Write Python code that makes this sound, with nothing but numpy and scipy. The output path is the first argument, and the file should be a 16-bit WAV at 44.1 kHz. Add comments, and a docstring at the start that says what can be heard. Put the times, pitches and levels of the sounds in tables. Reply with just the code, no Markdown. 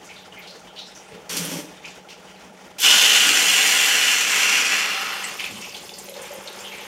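"""The diaphragm pump of an opened water purifier throbs in a tiled kitchen, its knocks recurring with
each turn of the shaft, while air fizzes and squelches in the tubes. At 1.3 s a loosened tube spurts once.
At 2.8 s it releases a hard, shrieking jet of water and air whose drops excite the resonances of a steel
sink, and the unloaded pump runs a little faster. The jet darkens and fades as its pressure falls, and
from 5 s it gives way to a gurgling, spitting dribble."""
import sys
import numpy as np
from scipy import signal
from scipy.fft import rfft, irfft
from scipy.io import wavfile
from scipy.ndimage import uniform_filter1d

SR = 44100
rng = np.random.default_rng(int(sys.argv[2]) if len(sys.argv) > 2 else 0)


def digitize_waveform(pressure):
    """Quantize a signal to 16-bit integers and store it at the path in sys.argv[1].

    Rows of a 2-D input are taken as channels; values are limited to [-1, 1].
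    """
    field = np.atleast_2d(pressure).T
    bounded = np.clip(field, -1, 1)
    quanta = np.round(bounded * 32767).astype(np.int16)
    wavfile.write(sys.argv[1], SR, quanta)


N = 302967
TIME = np.arange(N) / SR

# strength of the free jet: (time [s], level [dB])
JET_FLOW = [(2.84, -12.5), (3.46, -16.5), (3.6, -15.5), (4.14, -17.5), (4.25, -20), (4.42, -16.5),
            (4.78, -20), (5.17, -29.5), (5.23, -32)]
# spray at full, two-thirds, one-third and no pressure: (frequency [Hz], relative level [dB])
HARD_SPRAY = [(410, -52), (700, -22), (819, -8.5), (910, -16), (1060, -15), (1710, -8.5), (2270, -10.5),
              (2900, -2.5), (4430, -12), (5840, -11), (7290, -12), (10000, -21.5), (13000, -22.5),
              (16000, -34)]
FIRM_SPRAY = [(410, -50), (700, -17), (788, -8), (910, -20), (1020, -10), (1150, -17.5), (1420, -8),
              (2700, -1), (3250, -5), (3940, -12.5), (5920, -11), (7290, -9.5), (9800, -18), (13500, -21.5),
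              (16000, -30)]
SOFT_SPRAY = [(410, -36), (700, -42), (767, -7), (898, -13), (1300, -5), (1840, -3.5), (2250, -1.5),
              (2770, 0.5), (3200, -6), (3940, -13), (5330, -9.5), (7200, -12), (9480, -21.5),
              (13000, -23.5), (16000, -36)]
SLACK_SPRAY = [(410, -43), (700, 3), (798, 7), (875, -5), (1040, 7), (1500, -2), (1840, -2), (2700, -7.5),
               (3940, -8), (5120, -13), (6400, -32.5), (12000, -27), (16000, -34)]
# resonances and antiresonances of sink and tube: (frequency [Hz], width [Hz], gain [dB])
SINK_RESONANCES = [(1022, 60, 3.5), (1162, 60, -4), (1259, 22, 7.5), (1438, 22, 8), (1830, 50, -3.5),
                   (2215, 50, -2), (1980, 30, 2), (2340, 40, -3), (2456, 22, 7), (2530, 40, -5),
                   (2645, 35, 4), (2738, 30, 6), (2828, 15, 5), (2965, 22, 5.5), (3270, 70, 3),
                   (3564, 25, 4.5), (3680, 90, -3), (4230, 70, 5), (4661, 170, -2.5), (5740, 60, 5.5),
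                   (6010, 110, 4.5), (6196, 30, 5.5), (7250, 45, 7)]
# bottom of the sink drumming under the jet: (frequency [Hz], relative level [dB])
JET_DRUM_SPECTRUM = [(59, -62), (155, -29), (187, 0), (220, -7), (301, 3.5), (333, -22), (423, 4), (528, 0),
                     (784, -0.5), (900, -31), (1170, 3.5), (1980, -120)]
# spray of the spurt, and the sink drumming under it: (frequency [Hz], relative level [dB])
SPURT_SPECTRUM = [(290, -10), (500, 6.5), (630, -37), (843, -3), (1820, -2), (3200, 3.5), (3750, -1),
                  (4900, -3.5), (5850, 4.5), (6500, -2), (9350, -3), (10000, -8), (12500, -6), (16000, -18)]
SPURT_DRUM_SPECTRUM = [(90, -64), (172, 2.5), (231, -12), (273, 1.5), (389, -12), (612, -7.5), (674, -21),
                       (900, -13), (1170, -35), (1980, -120)]
# sputtering dribble, and its patter in standing water: (frequency [Hz], relative level [dB])
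DRIBBLE_SPECTRUM = [(590, -53), (1000, -22), (1790, -13), (2030, -6), (2980, -6), (4260, -8), (6200, -3.5),
                    (7200, -6.5), (9800, -10.5), (15100, -13.5), (16000, -26)]
PATTER_SPECTRUM = [(240, -45), (329, -8), (550, -3), (676, -15), (830, 0), (1200, -5.5), (3500, -7.5),
                   (5500, -80)]
# knocks of diaphragms and valves in one turn of the shaft:
# (phase [turns], frequency [Hz], width [Hz], level [dB], decay time [s], change once unloaded [dB])
PUMP_KNOCKS = [(0.138, 810.5, 69, -49, 0.014, 4), (0.243, 430, 101, -52, 0.017, 6),
               (0.335, 610, 300, -59, 0.0064, -8), (0.577, 167, 30, -64, 0.022, 7.5),
               (0.71, 810, 100, -50.5, 0.0064, -34), (.74, 1400, 150, -52, 0.015, -26),
               (0.841, 515, 127, -55, 0.042, 0.5)]
# hum of the pump body: (multiple of shaft speed [ratio], loaded level [dB], unloaded level [dB])
PUMP_HARMONICS = [(15, -65, -81), (16, -61.5, -55), (17, -57.5, -84), (30, -72, -58), (39, -58.5, -68),
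                  (47, -66, -56), (56, -61, -74), (70, -69, -66), (75, -60, -71), (81, -66, -71)]
# air pockets squeezed through the tubes:
# (time [s], level [dB], frequency [Hz], width over frequency [ratio], change per puff [dB])
SQUEEZED_POCKETS = [(.04, -49, 6650, 0.31, -11), (.087, -42, 2380, 0.29, -20), (.157, -45, 3730, .16, -12),
                    (0.363, -42, 2200, 0.17, -8), (.415, -46, 3500, 0.38, -5),
                    (.47, -43.5, 4350, 0.23, -15), (.67, -47.5, 3140, 0.18, -3),
                    (.76, -40.5, 3120, 0.24, -22), (.779, -33.5, 3910, .11, -17),
                    (.78, -48, 5560, 0.17, -10), (.946, -44.5, 5900, .2, -16),
                    (1.075, -59, 8700, 0.11, -24), (1.11, -48, 2350, 0.63, -20),
                    (1.836, -45, 2400, 0.18, -15), (2.09, -48, 5530, .27, -16),
                    (2.085, -44.5, 2800, .45, -13), (2.27, -49.5, 2974, .12, -9),
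                    (5.388, -31, 2680, 0.42, -13), (5.433, -30, 2420, 0.48, -18),
                    (5.553, -41, 2887, .2, -20), (5.615, -39, 2680, .27, -15),
                    (5.672, -42.5, 2700, .2, -20), (6.23, -43, 2360, 0.32, -18),
                    (6.638, -35.5, 3100, .2, -14), (6.714, -41, 2360, .18, -1.5),
                    (6.773, -41.5, 2350, 0.26, -12)]
# sharp spits and clicks, including the tube cracking open:
# (time [s], level [dB], frequency [Hz], width [Hz])
SPITS_AND_CLICKS = [(.323, -40.5, 3020, 400), (.39, -47, 13900, 2960), (1.293, -31, 5170, 4000),
                    (1.449, -30, 9900, 4000), (1.849, -32, 2610, 700), (1.853, -41, 5500, 2980),
                    (1.879, -43.5, 4300, 3470), (1.903, -48, 6800, 1500), (2.802, -27, 11500, 6000),
                    (2.818, -31, 12500, 5000), (5.241, -26, 7900, 700), (5.241, -30, 2050, 250),
                    (5.402, -32, 2880, 1500), (5.441, -35.5, 3205, 2000), (5.613, -35.5, 5770, 2500),
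                    (5.744, -30.5, 3340, 1900), (5.936, -36, 5000, 1800), (5.984, -34.5, 7500, 4000),
                    (6.04, -42, 13500, 3500), (6.093, -40, 11300, 1500), (6.218, -38.5, 8000, 5000),
                    (6.335, -43, 11900, 3000), (6.478, -34, 3730, 700), (6.587, -39, 5500, 2500),
                    (6.604, -39.5, 7300, 1500)]
# single drops on the steel: (time [s], level [dB], frequency [Hz])
DROP_IMPACTS = [(5.242, -30, 5000), (5.694, -34, 5600), (5.724, -36, 4800), (5.767, -34, 4400),
                (5.893, -29.5, 3300), (6.087, -33, 3154), (6.141, -34, 3730), (6.167, -36, 4630),
                (6.475, -28.5, 3920)]
# low gurgles, and thuds of water hitting the sink:
# (time [s], level [dB], frequency [Hz], width [Hz], decay time [s])
GURGLES_AND_THUDS = [(0.498, -44.5, 553, 69, 0.017), (1.105, -43.5, 483, 190, 0.044),
                     (1.128, -41, 192, 55, 0.016), (1.385, -31.5, 175, 34.8, .03),
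                     (2.45, -50, 243, 100, 0.04), (3.235, -37.5, 312, 320, .082),
                     (5.48, -43.5, 200, 330, 0.06), (6.079, -40.5, 550, 150, 0.044),
                     (6.162, -37, 550, 140, 0.032), (6.299, -36, 547, 110, .04),
                     (6.441, -41.5, 552, 140, 0.046)]
# spells of fine air in the shut tubes: (start [s], end [s], level [dB])
FIZZ_SPELLS = [(0, 0.217, -51), (0.393, .63, -56), (0.844, 1.152, -53.5), (1.596, 1.78, -49.5),
               (1.865, 1.94, -51), (2.208, 2.43, -52.5), (2.514, 2.713, -57.5)]
# fizz of that air: (frequency [Hz], relative level [dB])
FIZZ_SPECTRUM = [(880, -41), (1500, 1), (2400, 1.5), (4690, -5.5), (7200, -8.5), (14500, -22.5),
                 (16000, -28)]
# noise of motor, flowing water and room: (frequency [Hz], relative level [dB])
BACKGROUND_SPECTRUM = [(26, -44), (45, -2.5), (109, -6.5), (174, 0), (291, -1), (432, -1), (798, -2.5),
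                       (1150, -3.5), (1370, -6.5), (1670, -7), (3160, -8.5), (4140, -18), (5990, -13),
                       (12500, -29), (16000, -28)]
# reverberation of the kitchen: (frequency [Hz], time to fall 60 dB [s])
REVERB_TIMES = [(150, 0.43), (1000, 0.2), (4000, 0.34), (14000, 0.013)]
# dips and a peak of the microphone port: (frequency [Hz], width [Hz], gain [dB])
PORT_RESONANCES = [(3900, 260, -4), (8020, 300, -5.5), (8380, 300, 1.5)]

CRACK_S, FREE_S, OPENING_S = 2.784, 2.824, 0.024  # the joint cracks open, comes free, takes this to open


def jet():
    """Random impacts excite the sink's resonances; the spray darkens as the driving pressure falls."""
    leak_db, leak_rise_db_per_s, leak_tilt_db_per_octave = -33, 350, 3.5
    fall_db_per_s, slug_hz = 41, 38
    pressure = pressure_left()
    free = np.clip((TIME - FREE_S) / OPENING_S, 0, 1)
    leak_growth_db = leak_rise_db_per_s * (np.minimum(TIME, FREE_S) - CRACK_S)
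    leak = (TIME > CRACK_S) * (1 - free) * gain_of(leak_db + leak_growth_db)
    fade_db = fall_db_per_s * np.maximum(TIME - JET_FLOW[-1][0], 0)
    flow = free * gain_of(np.interp(TIME, *np.transpose(JET_FLOW)) - fade_db)
    # at high pressure, slugs of water and air leave the tube in turn
    slug_phase = 2 * np.pi * np.cumsum(slug_hz * flutter(depth_db=-7, hz=7.8)) / SR
    slugs = gain_of(0.3 * pressure ** 2 * np.sin(slug_phase))
    impacts = drops(per_s=4000, spread_db=1.5, mist=0.74) * flutter(depth_db=-0.93, hz=119) * slugs
    hz, t, spectra = signal.stft(kitchen(impacts, wet_db=-9), SR, nperseg=2048, noverlap=1536)
    sprays = np.array([curve_at(s, hz) for s in (SLACK_SPRAY, SOFT_SPRAY, FIRM_SPRAY, HARD_SPRAY)])
    frame_pressure = np.interp(t, TIME, pressure)
    blend = [np.interp(frame_pressure, np.linspace(0, 1, 4), weights) for weights in np.eye(4)]
    tilt = np.interp(t, [FREE_S, FREE_S + OPENING_S], [leak_tilt_db_per_octave, 0])  # the leak is bright
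    db = sprays.T @ blend + np.log2((hz[:, None] + 200) / 3000) * tilt
    db += resonance_db(SINK_RESONANCES, hz)[:, None]
    db += 20 * np.log10((hz[:, None] + 1) / (hz[:, None] + 400))  # fine spray carries no bass
    # the point of impact wanders, so the resonances come and go
    ripple = uniform_filter1d(rng.standard_normal(db.shape), size=9, axis=0)
    db += 1.42 * unit_rms(uniform_filter1d(ripple, size=22, axis=1))
    colour = gain_of(db) / np.sqrt(np.mean(gain_of(db) ** 2, axis=0))
    spray = unit_rms(signal.istft(spectra * colour, SR, nperseg=2048, noverlap=1536)[1][:N])
    spray *= flutter(depth_db=1, hz=70) ** (1 - pressure)  # the slack jet breaks up
    drum = coloured(drops(per_s=2200, spread_db=2.5, mist=0.49), JET_DRUM_SPECTRUM)
    return spray * (leak + flow) + drum * gain_of(-26) * flow ** 0.74


def pressure_left():
    """The driving pressure, as a share of its full value, falls linearly once the tube is free."""
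    emptying_s = 2.87
    return np.clip(1 - (TIME - FREE_S) / emptying_s, 0, 1)


def whistle():
    """Flow-induced oscillation: at high pressure the tube's lip shrieks, unsteady in pitch and level."""
    pitch_hz = 2970 * flutter(depth_db=0.2, hz=260)
    tone = np.sin(2 * np.pi * np.cumsum(pitch_hz) / SR)
    shriek = unit_rms(tone * flutter(depth_db=3.5, hz=70))  # broken up by slugs of water
    level = gain_of(-21) * envelope(FREE_S, end_s=3.05, rise_s=OPENING_S, fall_db_per_s=33)
    return kitchen(shriek * level, wet_db=-6)


def spurt():
    """Impact noise: spray sags while the tube is briefly open and drives the sink's bottom to drum."""
    open_s, shut_s, sag_db_per_s = 1.292, 1.587, 20
    spray = coloured(drops(per_s=4000, spread_db=1.3, mist=1.1), SPURT_SPECTRUM)
    spray *= flutter(depth_db=0.7, hz=60)
    spray *= gain_of(-28 - sag_db_per_s * (TIME - open_s))
    spray *= envelope(open_s, shut_s, rise_s=0.0068, fall_db_per_s=167)
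    drum = coloured(drops(per_s=410, spread_db=1.5, mist=0.73), SPURT_DRUM_SPECTRUM)
    drum *= gain_of(-34) * envelope(open_s, shut_s, rise_s=0.086, fall_db_per_s=107)
    out = spray + drum
    water_slug = burst(db=-25, hz=5550, width_hz=7000, decay_s=0.029, skirt=0.97, rise_s=0.0016)
    add(out, 1.366, water_slug)
    return out


def dribble():
    """Stream break-up: the slack, swaying flow sputters with bubbles, then patters in standing water."""
    start_s, settling_s, patter_start_s = 4.96, 0.48, 6.14
    sputter = pops(per_s=1100, spread_db=2.5, decay_s=0.007, breadth=0.18)
    sputter += 0.75 * drops(per_s=900, spread_db=1, mist=0.8)
    sputter = coloured(sputter * flutter(depth_db=1, hz=16), DRIBBLE_SPECTRUM)
    small_spits = pops(per_s=40, spread_db=2, decay_s=0.012, breadth=0.15)
    sputter += gain_of(-11) * coloured(small_spits, DRIBBLE_SPECTRUM)
    excess_db = 14 * np.exp(-np.maximum(TIME - start_s, 0) / settling_s)
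    sputter *= gain_of(-46 + excess_db) * envelope(start_s, rise_s=0.14)
    landings = drops(per_s=760, spread_db=-1.5, mist=0.16) * flutter(depth_db=0.5, hz=30)
    patter = coloured(landings, PATTER_SPECTRUM) * gain_of(-43.5) * envelope(patter_start_s, rise_s=0.01)
    return kitchen(sputter + patter, wet_db=-7, wander_hz=1.3)


def pump():
    """Periodic excitation: knocks recur with each turn, over a hum of harmonics of the shaft speed."""
    loaded_hz, unloaded_hz, jet_drag_hz, spin_up_s = 11.16, 12.22, 0.075, 0.2
    relief = np.clip((TIME - CRACK_S) / spin_up_s, 0, 1)
    shaft_hz = loaded_hz + relief * (unloaded_hz - jet_drag_hz * pressure_left() - loaded_hz)
    turns = np.cumsum(shaft_hz) / SR
    out = np.zeros(N)
    # at the higher speed, other harmonics meet the resonances of the body
    for multiple, loaded_db, unloaded_db in PUMP_HARMONICS:
        tone = np.sin(2 * np.pi * (multiple * turns + rng.random()))
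        harmonic = unit_rms(tone * flutter(depth_db=1.5, hz=12))
        out += gain_of(loaded_db + relief * (unloaded_db - loaded_db)) * harmonic
    for phase, hz, width_hz, db, decay_s, change_db in PUMP_KNOCKS:
        knock = burst(db, hz, width_hz, decay_s, skirt=0.92, rise_s=0.0016)
        for s in np.interp(np.arange(int(turns[-1]) + 1) + phase, turns, TIME):
            add(out, s, knock * gain_of(change_db * (s > CRACK_S) + 0.73 * rng.standard_normal()))
    return out


def squelches():
    """Smaller cavities resonate higher: an air pocket shrinks, each puff higher and fainter."""
    puffs, gap_s, pitch_ratio = 3, 0.085, 1.34
    out = np.zeros(N)
    for s, db, first_hz, breadth, step_db in SQUEEZED_POCKETS:
        for k in range(puffs):
            hz = first_hz * pitch_ratio ** k
            puff = burst(db + k * step_db, hz, breadth * hz, decay_s=0.033, skirt=0.72, rise_s=0.0069)
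            add(out, s + k * gap_s, puff)
    return kitchen(out * flutter(depth_db=2.4, hz=170), wet_db=-6.5)


def spits_and_clicks():
    """Transients with an abrupt onset: sharp spits and clicks, including the tube cracking open."""
    out = np.zeros(N)
    for s, db, hz, width_hz in SPITS_AND_CLICKS:
        add(out, s, burst(db, hz, width_hz, decay_s=0.0088, skirt=1.05, rise_s=0.0007))
    return kitchen(out, wet_db=-4)


def ticks():
    """A brief impact has a broad spectrum: single drops tick on the steel."""
    out = np.zeros(N)
    for s, db, hz in DROP_IMPACTS:
        add(out, s, burst(db, hz, width_hz=0.38 * hz, decay_s=0.0023, skirt=0.92, rise_s=0.0002))
    return kitchen(out, wet_db=-6.5)


def gurgles_and_thuds():
    """Damped resonance: low gurgles, and thuds of water hitting the sink, waver as they die away."""
    out = np.zeros(N)
    for s, db, hz, width_hz, decay_s in GURGLES_AND_THUDS:
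        add(out, s, burst(db, hz, width_hz, decay_s, skirt=2, rise_s=8 * decay_s ** 2))
    return kitchen(out * flutter(depth_db=-1, hz=90), wet_db=-4)


def fizz():
    """Superposition: fine air crackles in the tubes, and the smallest bubbles merge into a hiss."""
    level = sum(gain_of(db) * envelope(start_s, end_s, rise_s=0.0044, fall_db_per_s=91)
                for start_s, end_s, db in FIZZ_SPELLS)
    crackle = pops(per_s=1200, spread_db=3.5, decay_s=0.0042, breadth=0.23)
    crackle += 0.46 * rng.standard_normal(N)
    crackle *= flutter(depth_db=2, hz=25)
    return kitchen(coloured(crackle, FIZZ_SPECTRUM) * level, wet_db=-6.5)


def background():
    """Broadband noise of motor, flowing water and room forms a continuous floor."""
    noise = rng.standard_normal(N) * flutter(depth_db=2.5, hz=17)
    return gain_of(-48) * coloured(noise, BACKGROUND_SPECTRUM)


def kitchen(x, wet_db, wander_hz=0):
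    """Direct and reverberant sound add; a wandering source keeps meeting different reflections."""
    if wander_hz:
        angle = 2 * np.pi * wander_hz * TIME
        wet = reflections(x * np.cos(angle)) + reflections(x * np.sin(angle))
    else:
        wet = reflections(x)
    return (x + gain_of(wet_db) * wet) / np.hypot(1, gain_of(wet_db))


def reflections(x):
    """Reverberation: dense echoes from the tiles decay exponentially, each band at its own rate."""
    echoes = rng.standard_normal(SR // 2) * (rng.random(SR // 2) < 0.1)
    hz, t, spectra = signal.stft(echoes, SR, nperseg=256)
    decay = gain_of(-60 * t / curve_at(REVERB_TIMES, hz)[:, None])
    tail = signal.istft(spectra * decay, SR, nperseg=256)[1]
    tail = np.pad(tail, (SR // 300, 0)) / np.linalg.norm(tail)
    return signal.fftconvolve(x, tail)[:N]


def drops(per_s, spread_db, mist):
    """Shot noise: impacts of random size, over a mist of drops too fine to tell apart."""
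    sizes = gain_of(spread_db * np.minimum(rng.exponential(1, N), 4)) * rng.choice([-1, 1], N)
    impacts = unit_rms(sizes * (rng.random(N) < per_s / SR))
    return unit_rms(impacts + mist * rng.standard_normal(N))


def pops(per_s, spread_db, decay_s, breadth):
    """Tiny bubbles pop at random moments, each size ringing in its own band."""
    bubbles = [burst(10 * np.log10(hz), hz, breadth * hz, decay_s, rise_s=decay_s / 10, size=2048)
               for hz in np.geomspace(1500, 14000, 20)]
    out = np.zeros(N)
    for when, kind, chance in rng.random((8000, 3))[:int(per_s * N / SR)]:
        strength = max(chance, 0.05) ** (-spread_db / 8.7)
        add(out, when * N / SR, bubbles[int(kind * len(bubbles))] * strength)
    return unit_rms(out)


def burst(db, hz, width_hz, decay_s, rise_s, skirt=1, size=16384):
    """Noise in one resonance swells and decays exponentially; a larger skirt steepens the flanks."""
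    f, t = np.fft.rfftfreq(size, 1 / SR) + 1, np.arange(size) / SR
    resonance = (1 + ((f - hz ** 2 / f) / width_hz) ** 2) ** -skirt
    shape = (1 - np.exp(-t / rise_s)) * np.exp(-t / decay_s)
    puff = irfft(rfft(rng.standard_normal(size)) * resonance) * shape
    return gain_of(db) * puff * np.sqrt(decay_s * SR / np.sum(puff ** 2))


def flutter(depth_db, hz):
    """Random modulation: a factor that wanders by depth_db rms, mostly at rates below hz."""
    lowpass = 1 / (1 + (np.fft.rfftfreq(N, 1 / SR) / hz) ** 2)
    wander = irfft(rfft(rng.standard_normal(N)) * lowpass, N)
    return gain_of(depth_db * unit_rms(wander))


def envelope(start_s, end_s=TIME[-1], *, rise_s, fall_db_per_s=0):
    """Exponential attack from start_s, exponential release from end_s."""
    attack = 1 - np.exp(-np.maximum(TIME - start_s, 0) / rise_s)
    return attack * gain_of(-fall_db_per_s * np.maximum(TIME - end_s, 0))


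def resonance_db(peaks, hz):
    """Bell-shaped peaks and dips add up to one response in dB."""
    return sum(db / (1 + (2 * (hz - centre) / width) ** 2) for centre, width, db in peaks)


def coloured(x, spectrum):
    """Filters x by a spectrum and scales it to rms 1."""
    response = gain_of(curve_at(spectrum, np.fft.rfftfreq(N, 1 / SR)))
    return unit_rms(irfft(rfft(x) * response, N))


def curve_at(points, hz):
    """Interpolates linearly over log frequency."""
    f, value = np.transpose(points)
    return np.interp(np.log(hz + 1), np.log(f + 1), value)


def add(mix, s, sound):
    """Superposes a sound on the mix at time s."""
    start = round(s * SR)
    sound = sound[max(-start, 0):]
    part = mix[max(start, 0):][:len(sound)]
    part += sound[:len(part)]


def gain_of(db):
    """Decibels to amplitude."""
    return 10 ** (np.asarray(db) / 20)


def unit_rms(x):
    """Scales to rms 1."""
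    return x / np.sqrt(np.mean(x ** 2) + 1e-20)


def scene():
    """Linear superposition of all sources, alike in both channels."""
    mono = pump() + background() + fizz() + spurt() + jet() + whistle() + dribble()
    mono += squelches() + spits_and_clicks() + ticks() + gurgles_and_thuds()
    return np.array([mono, mono])


def record(dry):
    """A small microphone loses deep bass, colours the treble, saturates softly and limits the band."""
    bass_hz, ceiling, edge_hz = 52, 0.9, 15850
    thinned = signal.sosfilt(signal.butter(4, bass_hz, "highpass", fs=SR, output="sos"), dry)
    port = gain_of(resonance_db(PORT_RESONANCES, np.fft.rfftfreq(N, 1 / SR)))
    tinted = irfft(rfft(thinned) * port, N)
    rounded = tinted / (1 + (tinted / ceiling) ** 6) ** (1 / 6)
    lowpass = signal.firwin(511, edge_hz, window=("kaiser", 9), fs=SR)
    return signal.oaconvolve(rounded, lowpass[None], "same")


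dry = scene()
out = record(dry)
digitize_waveform(out)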